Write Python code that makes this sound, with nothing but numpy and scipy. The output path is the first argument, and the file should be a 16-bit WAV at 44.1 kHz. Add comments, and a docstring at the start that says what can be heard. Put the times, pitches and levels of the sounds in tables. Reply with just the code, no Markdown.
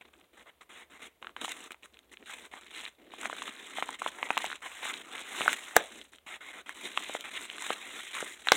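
"""A paper mailing envelope is picked at by the flap, rubbed and torn open, close to a small microphone.
Each pull or rub of the fingers is a stroke: a rasp of tiny fibre breaks that starts quickly, holds and lets go,
with crinkles among the breaks, a fizz of treble above and the murmur of the hollow envelope below.
The stiff paper buckles in short snaps, each a pair of pitched rings with a brief crack; the hardest ones
overload the microphone. A quiet room adds faint reflections and a steady background noise."""
import sys
import numpy as np
from scipy import signal
from scipy.io import wavfile
from scipy.ndimage import uniform_filter1d

SR = 44100
rng = np.random.default_rng(int(sys.argv[2]) if len(sys.argv) > 2 else 0)


def to_wav(sig):
    """Store sig (one row per channel, or 1-D mono) as 16-bit WAV at the path in sys.argv[1].

    Samples outside -1..1 are clipped; the rate is SR.
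    """
    pcm = np.clip(np.atleast_2d(sig), -1, 1) * 32767
    pcm = np.round(pcm).astype(np.int16)
    wavfile.write(sys.argv[1], SR, pcm.T)  # frames by channels


N = 377496
TIME = np.arange(N) / SR


def gain_of(db):
    """Decibels to amplitude."""
    return 10 ** (np.asarray(db) / 20)


def evened(x):
    """Scales to rms 1."""
    return x / np.sqrt(np.mean(x ** 2) + 1e-20)


def read(points, hz):
    """Reads a curve of (Hz, value) points on a log-frequency axis."""
    f, value = np.transpose(points)
    return np.interp(np.log(hz + 1), np.log(f), value)


def add(mix, start_s, sound):
    """Mixes a sound in at start_s seconds, cut off where the mix ends."""
    part = mix[max(round(start_s * SR), 0):][:len(sound)]
    part += sound[:len(part)]


def colour(x, points, size=4096):
    """Causal minimum-phase filter with the given spectrum, so that clicks keep their sharp front."""
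    hz = abs(np.fft.fftfreq(size, 1 / SR))
    log_gain = np.log(gain_of(read(points, hz)))
    # the Hilbert transform of the log gain gives the phase
    taps = np.fft.ifft(np.exp(np.conj(signal.hilbert(log_gain)))).real
    return signal.oaconvolve(x, taps[:size // 2])[:len(x)]


def resonate(x, hz, q):
    """One damped resonance."""
    b, a = signal.iirpeak(hz, q, SR)
    return signal.lfilter(b, a, x)


def facet(hz, q, rise_s=0.0003, size=800):
    """A patch of paper flips over: its ringing builds in a moment and soon dies; energy 1."""
    t = TIME[:size]
    build = 1 - np.exp(-t / rise_s)
    decay = np.exp(-np.pi * hz * t / q)
    ring = np.sin(2 * np.pi * hz * t) * build * decay
    return ring / np.linalg.norm(ring)


def breaks(per_s, spread_db):
    """Fibres break at random: clicks of either sign, mostly small and a few large."""
    clicks = np.zeros(N)
    place, side, chance = rng.random((round(per_s * N / SR), 3)).T
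    sizes = gain_of(-spread_db * np.log(chance + .03))  # the .03 limits the largest
    clicks[(place * N).astype(int)] = np.sign(side - .5) * sizes
    return clicks


def shift_colour(x, patchy_db, bright=0, size=512):
    """As the sheet bends its resonances wander; bright tilts the spectrum in dB per octave."""
    hz, t, z = signal.stft(x, SR, nperseg=size)
    # random gains, smoothed over neighbouring bands and moments
    blur = np.outer(np.hanning(7), np.hanning(11))
    patches = evened(signal.oaconvolve(rng.standard_normal(z.shape), blur, "same"))
    octaves = np.log2(np.clip(hz, 500, 5000) / 2000)[:, None]  # the tilt pivots at 2 kHz
    tilt_db = octaves * np.interp(t, TIME, bright * np.ones(N))
    z = z * gain_of(patchy_db * patches + tilt_db)
    return evened(signal.istft(z, nperseg=size)[1][:N])


def unevenness(surge, per_s, relax_s):
    """The paper sticks and gives way: each slip sets off a surge that dies away."""
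    kicks = abs(breaks(per_s, spread_db=2.0))
    slips = signal.lfilter([1], [1, -np.exp(-1 / (relax_s * SR))], kicks)
    return evened(1 + surge * evened(slips))


def crinkles(per_s, spread_db, q, low_hz, high_hz, count=24):
    """Many small facets of different pitch buckle at random."""
    total = np.zeros(N)
    for hz in np.linspace(low_hz, high_hz, count):
        total += signal.oaconvolve(breaks(per_s / count, spread_db), facet(hz, q))[:N]
    return evened(total)


def strokes():
    """Each stroke grips fast and lets go exponentially; overlaps add in power and average tilt and crinkling."""
    # Pulls and rubs of the fingers. Each row: start in seconds, length in seconds, rasp level in dB,
    # swell from start to end in dB, fizz and hollow body in dB relative to the rasp,
    # brightness in dB per octave, crinkling in dB relative to the sliding rasp.
    # Levels are ahead of the trims in tearing().
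    stroke_table = [(0.01, 0.0075, -45.5, -10, -18.5, -8.5, -3, -12),
                    (0.045, 0.038, -60.5, -2, -16, -3, -2, 5), (0.128, 0.12, -66, -1, -11.5, -0.5, -2, 6),
                    (0.33, 0.044, -62, -11, -14, -2, -3, -4), (0.368, 0.062, -56.5, -3, -13, -7, -4, -5.5),
                    (0.456, 0.041, -56.5, 3, -16.5, -16, -6, -12),
                    (0.608, 0.023, -53.5, -11, -11, -18, -4, -11),
                    (0.691, 0.14, -51, 1, -13.5, -12.5, -2, -13),
                    (0.898, 0.077, -55.5, 0, -12.5, -7, 0, -15), (0.991, 0.037, -55, 5, -11, -3, -2, -12),
                    (1.018, 0.055, -49, -2.5, -10.5, -6.5, -1, -10), (1.215, 0.1, -62, -8, -14, 2, -4, -7),
                    (1.362, 0.062, -53.5, -3, -14, -6.5, 0, -7), (1.411, 0.03, -41.5, -2, -9.5, -3, 1, -8),
                    (1.44, 0.012, -38.5, -2, -3.5, -18, 9, -1),
                    (1.477, 0.044, -40, -0.5, -8.5, -17, -1, -3.5),
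                    (1.525, 0.15, -49.5, 0, -9.5, -9.5, -1, -7), (1.705, 0.024, -49.5, -10, -11, -7, 0, 2),
                    (1.823, 0.029, -57, 10, -7, -7, -1, -6), (1.922, 0.19, -70.5, -4, -12, -0.5, -3, 7),
                    (2.113, 0.025, -55, -1, -7, -4, 0.5, -5), (2.165, 0.065, -69, 20.5, -11, 5, 4, 6),
                    (2.257, 0.082, -46, 5.5, -10.5, -22, 0, -6), (2.338, 0.13, -53, 0, -8, -6, -1, -6.5),
                    (2.512, 0.076, -49.5, 3.5, -14, -14, -2, -9),
                    (2.608, 0.079, -55.5, 3, -12, -10, -1, 2.5), (2.698, 0.083, -48, 15, -12, -14, 5.5, -6),
                    (2.778, 0.11, -46, -3.5, -11.5, -14, 1, -3), (2.982, 0.14, -65, 1.5, -16, 6, 0, 1.5),
                    (3.115, 0.091, -53, -11, -13, -7.5, 4, -3),
                    (3.181, 0.089, -43.5, 9, -9.5, -7, -1.5, -1),
                    (3.287, 0.21, -46.5, 5.5, -9.5, -7.5, 4, -1.5),
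                    (3.51, 0.24, -49, 3, -11.5, -10, 1, -3.5),
                    (3.751, 0.053, -42.5, 11.5, -11, -14, 2, -4.5),
                    (3.822, 0.13, -46, 2, -11, -10.5, 2.5, -0.5),
                    (3.987, 0.1, -44.5, 8.5, -9.5, -11.5, 3, -1.5),
                    (4.112, 0.16, -48, 9, -11.5, -8, -4, -8.5),
                    (4.286, 0.18, -42.5, 7.5, -11, -15, -1, -1.5),
                    (4.464, 0.094, -46, 0.5, -9, -12.5, 4, 0),
                    (4.617, 0.048, -43.5, 10, -12.5, -16, -2.5, -8),
                    (4.67, 0.19, -46.5, 5.5, -10.5, -19, -1.5, -7.5),
                    (4.823, 0.085, -36.5, 5, -12, -18, -0.5, -6),
                    (4.917, 0.1, -47.5, -3, -8.5, -7.5, 1, -3), (5.033, 0.14, -51.5, 3, -11, -7, -3.5, -9),
                    (5.105, 0.11, -43.5, 6.5, -12, -13.5, -1.5, -1.5),
                    (5.22, 0.17, -43.5, 13, -10, -13, -1, -7), (5.392, 0.15, -37, 0, -8, -11, 1.5, -8),
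                    (5.556, 0.22, -47.5, -5.5, -7.5, -16, -2, -5.5),
                    (5.757, 0.064, -37, -14.5, -16, -7.5, 1.5, -3.5),
                    (5.82, 0.078, -51, -8.5, -7, -23, 1.5, -7.5),
                    (5.901, 0.12, -52.5, -1, -7, -1.5, 4.5, -2.5),
                    (6.035, 0.066, -64.5, -9.5, -7, -7, 3, 1), (6.118, 0.04, -60, 2.5, -6, -3.5, 7, 3),
                    (6.262, 0.1, -44, -1, -14.5, -18.5, -1, -20.5),
                    (6.405, 0.11, -48, 3, -14, -16, -1.5, -19),
                    (6.529, 0.082, -48, -0.5, -13, -9.5, -2, -18),
                    (6.659, 0.068, -49.5, 1, -12.5, -10.5, 0.5, -10),
                    (6.743, 0.13, -48.5, 4, -8, -9.5, 1, -9), (6.832, 0.045, -42, -1, -9, -6.5, 3.5, -2.5),
                    (6.88, 0.15, -48.5, 0, -9.5, -8.5, 5, -3.5),
                    (6.958, 0.21, -44.5, 6.5, -9.5, -15.5, 5, -4.5),
                    (7.184, 0.046, -50, -2, -8.5, -10, 3, -19),
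                    (7.239, 0.052, -42.5, -3, -14, -15.5, 0, -7.5),
                    (7.306, 0.073, -42, 4, -12.5, -13, 1.5, -7.5),
                    (7.386, 0.075, -44.5, -1, -8, -10.5, 2, -5), (7.477, 0.12, -48, 7, -9, -8.5, 2, 1.5),
                    (7.604, 0.13, -39, 2, -9.5, -19.5, 0.5, -3.5),
                    (7.746, 0.26, -46.5, 4.5, -9.5, -12, 0.5, -12),
                    (7.962, 0.16, -47.5, -1, -8.5, -16, 5.5, -5.5),
                    (8.13, 0.077, -37.5, 5.5, -11.5, -22, -0.5, -4.5),
                    (8.216, 0.13, -46.5, -5.5, -6, -13, 2, -5.5), (8.355, 0.13, -55, 2, -6.5, -9, 0, -2),
                    (8.444, 0.065, -44, 6, -10, -18, 4, -3), (8.522, 0.038, -36, 9, -6, -5, 5, -3)]
    # on release the sheet and the air in the envelope settle at nearly the same pace
    attack_s, release_s, body_release_s = 0.0032, 0.0087, 0.0089
    # the creases go on settling for a moment, louder the more the stroke crinkled (share: dB per dB)
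    settling_db, settling_share, settling_s = -9, .35, 0.036
    # the held envelope never quite rests
    resting_db, resting_body_db = -82, -82

    rasp, fizz, body, bright, crinkle = np.zeros((5, N))
    for start, length, rasp_db, swell_db, fizz_db, body_db, tilt, crinkle_db in stroke_table:
        t = TIME[:int((length + .15) * SR)]  # room for the release
        after = np.maximum(t - length, 0)
        swell = swell_db * (np.minimum(t / length, 1) - .5)
        held = gain_of(rasp_db + swell) * np.minimum(t / attack_s, 1)
        settling = gain_of(settling_db + settling_share * crinkle_db) * np.exp(-after / settling_s)
        power = (held * np.maximum(np.exp(-after / release_s), settling)) ** 2
        add(rasp, start, power)
        add(fizz, start, power * gain_of(fizz_db) ** 2)
        add(body, start, (held * gain_of(body_db) * np.exp(-after / body_release_s)) ** 2)
        # weighted by power, so the loudest stroke decides
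        add(bright, start, power * tilt)
        add(crinkle, start, power * crinkle_db)
    rasp = rasp + gain_of(resting_db) ** 2
    body = body + gain_of(resting_body_db) ** 2
    return np.sqrt(rasp), np.sqrt(fizz), np.sqrt(body), bright / rasp, gain_of(crinkle / rasp)


def tearing():
    """Dense fibre breaks rasp in the sheet, with crinkles among them, fizz above and the hollow body below."""
    # Spectra of the fibre rasp, the fizz and the hollow body.
    # Each row: frequency in Hz, relative density in dB per Hz.
    rasp_spectrum = [(120, -34.5), (300, -16), (550, -7.5), (850, -2), (1300, 0), (1650, -0.5), (2100, 4.5),
                     (2700, -2.5), (3800, -1), (4600, -23), (6500, -28.5), (10000, -44)]
    fizz_spectrum = [(2000, -41.5), (4000, -6.5), (5500, -0.5), (7000, 4), (9000, 3), (11000, 3.5),
                     (13000, -1), (16000, -8)]
    body_spectrum = [(40, -24.5), (100, -20), (160, -9.5), (220, -1.5), (280, 0), (370, 1.5), (500, -3.5),
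                     (700, -7.5), (1100, -23.5), (2500, -56)]
    rasp_level, fizz_level, body_level, bright, crinkle = strokes()

    slips = unevenness(surge=0.94 * crinkle, per_s=170, relax_s=0.0037)
    # evened over 2600 samples (59 ms), so the strokes alone set the slower level
    slips /= np.sqrt(uniform_filter1d(slips ** 2, size=2600))

    fibres = colour(breaks(per_s=6000, spread_db=3.5), rasp_spectrum)
    sliding = shift_colour(fibres, patchy_db=2.5, bright=bright)
    creases = crinkles(per_s=520, spread_db=5.0, q=2.6, low_hz=840, high_hz=4120)
    rasp = (sliding + crinkle * creases) / np.hypot(1, crinkle)

    # crinkling also snaps single fibres, heard as fine ticks
    ticking = 1.1 * crinkle
    hiss = shift_colour(colour(breaks(per_s=7100, spread_db=6.0), fizz_spectrum), patchy_db=1.5)
    ticks = crinkles(per_s=230, spread_db=4.0, q=1.6, low_hz=6300, high_hz=9870)
    fizz = (hiss + ticking * ticks) / np.hypot(1, ticking)

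    murmur = shift_colour(colour(rng.standard_normal(N), body_spectrum), patchy_db=1.1)
    # small creaks of the walls also knock on the air pocket inside
    knocks = evened(resonate(breaks(per_s=140, spread_db=3.0), hz=287, q=3.2))
    body = evened(murmur + gain_of(-4) * knocks)
    body *= unevenness(surge=0.32, per_s=240, relax_s=0.0069)

    sheet = gain_of(-0.48) * rasp_level * rasp + gain_of(5.0) * fizz_level * fizz
    return slips * sheet + gain_of(0.94) * body_level * body


def low_cut(x, hz):
    """A small patch of paper radiates little bass."""
    return signal.lfilter(*signal.butter(1, hz, "highpass", fs=SR), x)


def snaps():
    """Each buckle rings two modes of a facet, pushes the air in the envelope and lets out a brief crack."""
    # Paper buckling. Each row: time in seconds, pitch in Hz, then the levels of low ring, overtone and crack
    # in dB rms over 1 ms, ahead of the low cut and the trim in scene().
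    snap_table = [(0.138, 1100, -58, -51, -66), (1.2267, 1160, -36, -39, -55),
                  (1.2463, 1250, -37, -46, -62), (1.27, 1280, -31, -39.5, -54),
                  (1.294, 1210, -43, -51, -68), (1.3653, 1150, -30, -36.5, -54),
                  (1.4184, 590, -34, -37, -55), (1.447, 1200, -27.5, -38, -48), (1.481, 820, -33, -39, -58),
                  (1.7194, 990, -41.5, -42, -36), (1.7448, 900, -45, -45, -61),
                  (1.8327, 1090, -66, -43, -60), (1.8579, 1530, -44, -58, -47),
                  (1.943, 1400, -62, -50, -56), (1.971, 1100, -60, -47, -62),
                  (1.9906, 1290, -58, -45.5, -49), (2.1394, 900, -55, -45.5, -57),
                  (2.1715, 1100, -69, -41, -68), (2.2268, 930, -57, -45.5, -68),
                  (2.5385, 780, -31.5, -42, -60), (2.8528, 1420, -47, -31, -58),
                  (2.8633, 930, -52, -32.5, -58), (3.1377, 890, -35, -54, -58),
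                  (3.2564, 830, -23, -26, -48), (3.2987, 1000, -27.5, -42, -56),
                  (3.3292, 603, -29.5, -29, -56), (3.4206, 1200, -29, -32, -58),
                  (3.4797, 1140, -31, -36, -53), (3.7849, 716, -24, -33, -54),
                  (3.8252, 850, -19.5, -23.5, -39), (3.8906, 970, -24, -45, -56),
                  (4.0195, 1050, -23, -37, -48), (4.0628, 940, -18, -37, -54),
                  (4.2289, 915, -22.5, -21.5, -58), (4.3052, 880, -14, -18.5, -39),
                  (4.3703, 950, -20, -32, -50), (4.3772, 1140, -18.5, -20.5, -24),
                  (4.443, 730, -25, -30.5, -30), (4.502, 1520, -30, -45, -58), (4.516, 1360, -30, -48, -58),
                  (4.529, 1510, -29, -54, -53), (4.9399, 1420, -48, -30.5, -60),
                  (5.4083, 560, -20.5, -24.5, -52), (5.4167, 1100, -25, -24, -51),
                  (5.4603, 700, -26, -28.5, -49.5), (5.4796, 640, -20, -9.5, -29),
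                  (5.493, 875, -33.5, -28, -58), (5.5302, 790, -33, -20.5, -21.5),
                  (5.7656, 665, -7.5, -3, -3), (5.7693, 417, -17, -21, -26),
                  (6.0146, 1400, -58.5, -36.5, -65.5), (6.185, 1300, -58, -48.5, -62.5),
                  (6.6936, 750, -39, -28.5, -36), (6.9751, 1140, -20.5, -19, -35),
                  (7.096, 624, -28.5, -43, -58), (7.1507, 785, -21, -33, -46), (7.209, 1400, -54, -39, -33),
                  (7.5, 1150, -54, -29.5, -47), (7.5828, 1500, -35, -37, -57),
                  (7.7047, 550, -19.5, -20.5, -51), (8.2268, 526, -23.5, -34.5, -56),
                  (8.4721, 820, -25, -21, -31), (8.4864, 1520, -18.5, -15, -38),
                  (8.5192, 526, -6.5, -8.5, -12.5), (8.5204, 1930, -12, -2, -23),
                  (8.522, 880, -10.5, -28, -30)]
    # every facet rings alike: its overtone lies at a fixed ratio above its pitch
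    overtone_ratio, low_q, overtone_q = 2.5, 2.4, 2.2
    # a hard buckle frees a larger patch, which rings longer: extra share of overtone Q at amplitude 1
    freeing = 1.75
    push_db, push_hz = -25, 300  # air push, dB relative to the low ring
    shiver_db, shiver_s = -7, 0.0013  # dB relative to the ring
    crack_s, lead_s = 0.0012, 0.00016  # decay of the crack; each snap starts this much ahead

    out, t = np.zeros(N), TIME[:800]
    for start, hz, low_db, overtone_db, crack_db in snap_table:
        low, overtone = gain_of(low_db), gain_of(overtone_db)
        freed_q = overtone_q * (1 + freeing * overtone)
        ring = low * facet(hz, low_q) - overtone * facet(overtone_ratio * hz, freed_q)
        ring += gain_of(low_db + push_db) * facet(push_hz, 7.6, rise_s=0.0017)
        # bending waves come back from folds and edges, so the sheet shivers on
        returns = rng.standard_normal(len(t)) * np.sqrt(t) * np.exp(-t / shiver_s)
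        returns /= np.linalg.norm(returns)
        ring += gain_of(shiver_db) * np.convolve(ring, returns)[:len(t)]
        crack = resonate(rng.standard_normal(len(t)) * np.exp(-t / crack_s), hz=9000, q=.6)
        crack /= np.linalg.norm(crack)
        add(out, start - lead_s, ring + gain_of(crack_db) * crack)
    return low_cut(out, hz=190) * np.sqrt(SR / 1000)  # energy to rms over 1 ms


def room(x, start_s=.002):
    """Sparse reflections of a small furnished room; the treble dies first."""
    # Room decay. Each row: frequency in Hz, time to fall by 60 dB in seconds.
    decay_times = [(200, 0.4), (2000, 0.16), (6000, .14), (14000, .09)]
    size = SR // 2
    present = rng.random(size) < 3000 / SR  # about 3000 reflections per second
    taps = rng.standard_normal(size) * present * (TIME[:size] > start_s)
    hz, t, z = signal.stft(taps, SR, nperseg=256)
    decay_db = -60 * t / read(decay_times, hz)[:, None]
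    tail = signal.istft(z * gain_of(decay_db), nperseg=256)[1]
    return signal.oaconvolve(x, tail / np.linalg.norm(tail))[:N]


def scene():
    """The envelope close by, in a faint room."""
    paper = tearing() + gain_of(-0.5) * snaps()
    return (paper + gain_of(-19.5) * room(paper))[None]


def record(dry):
    """Microphone colour over steady room noise, soft lopsided overload at high level, then the band limit."""
    # Steady background noise. Each row: frequency in Hz, relative density in dB per Hz.
    noise_spectrum = [(20, -26.5), (42, -12.5), (62, 3.5), (110, -13.5), (250, -10.5), (500, -6.5),
                      (1500, -17.5), (3500, -17), (5000, -28.5), (9000, -23.5), (16000, -23.5)]
    # Colour of the microphone, with the deep notch of its port. Each row: frequency in Hz, gain in dB.
    microphone_response = [(30, -8.5), (120, -11), (200, -3.5), (3000, 1), (4050, 1), (4550, -18),
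                           (5200, -10), (6000, -3.5), (7200, -0.5), (8800, -1.5), (10500, -9), (12500, -13),
                           (14800, -7), (16000, -7)]
    ceiling, lopsided, edge_hz = .92, 0.058, 16000

    quiet = gain_of(-70.5) * evened(colour(rng.standard_normal(N), noise_spectrum))
    heard = colour(dry[0], microphone_response) + quiet
    heard = ceiling * np.tanh(heard / ceiling)
    heard = heard - lopsided * heard ** 2
    band_limit = signal.firwin(511, edge_hz, window=("kaiser", 9), fs=SR)
    return signal.oaconvolve(heard, band_limit, "same")[None]


dry = scene()
out = record(dry)
to_wav(out)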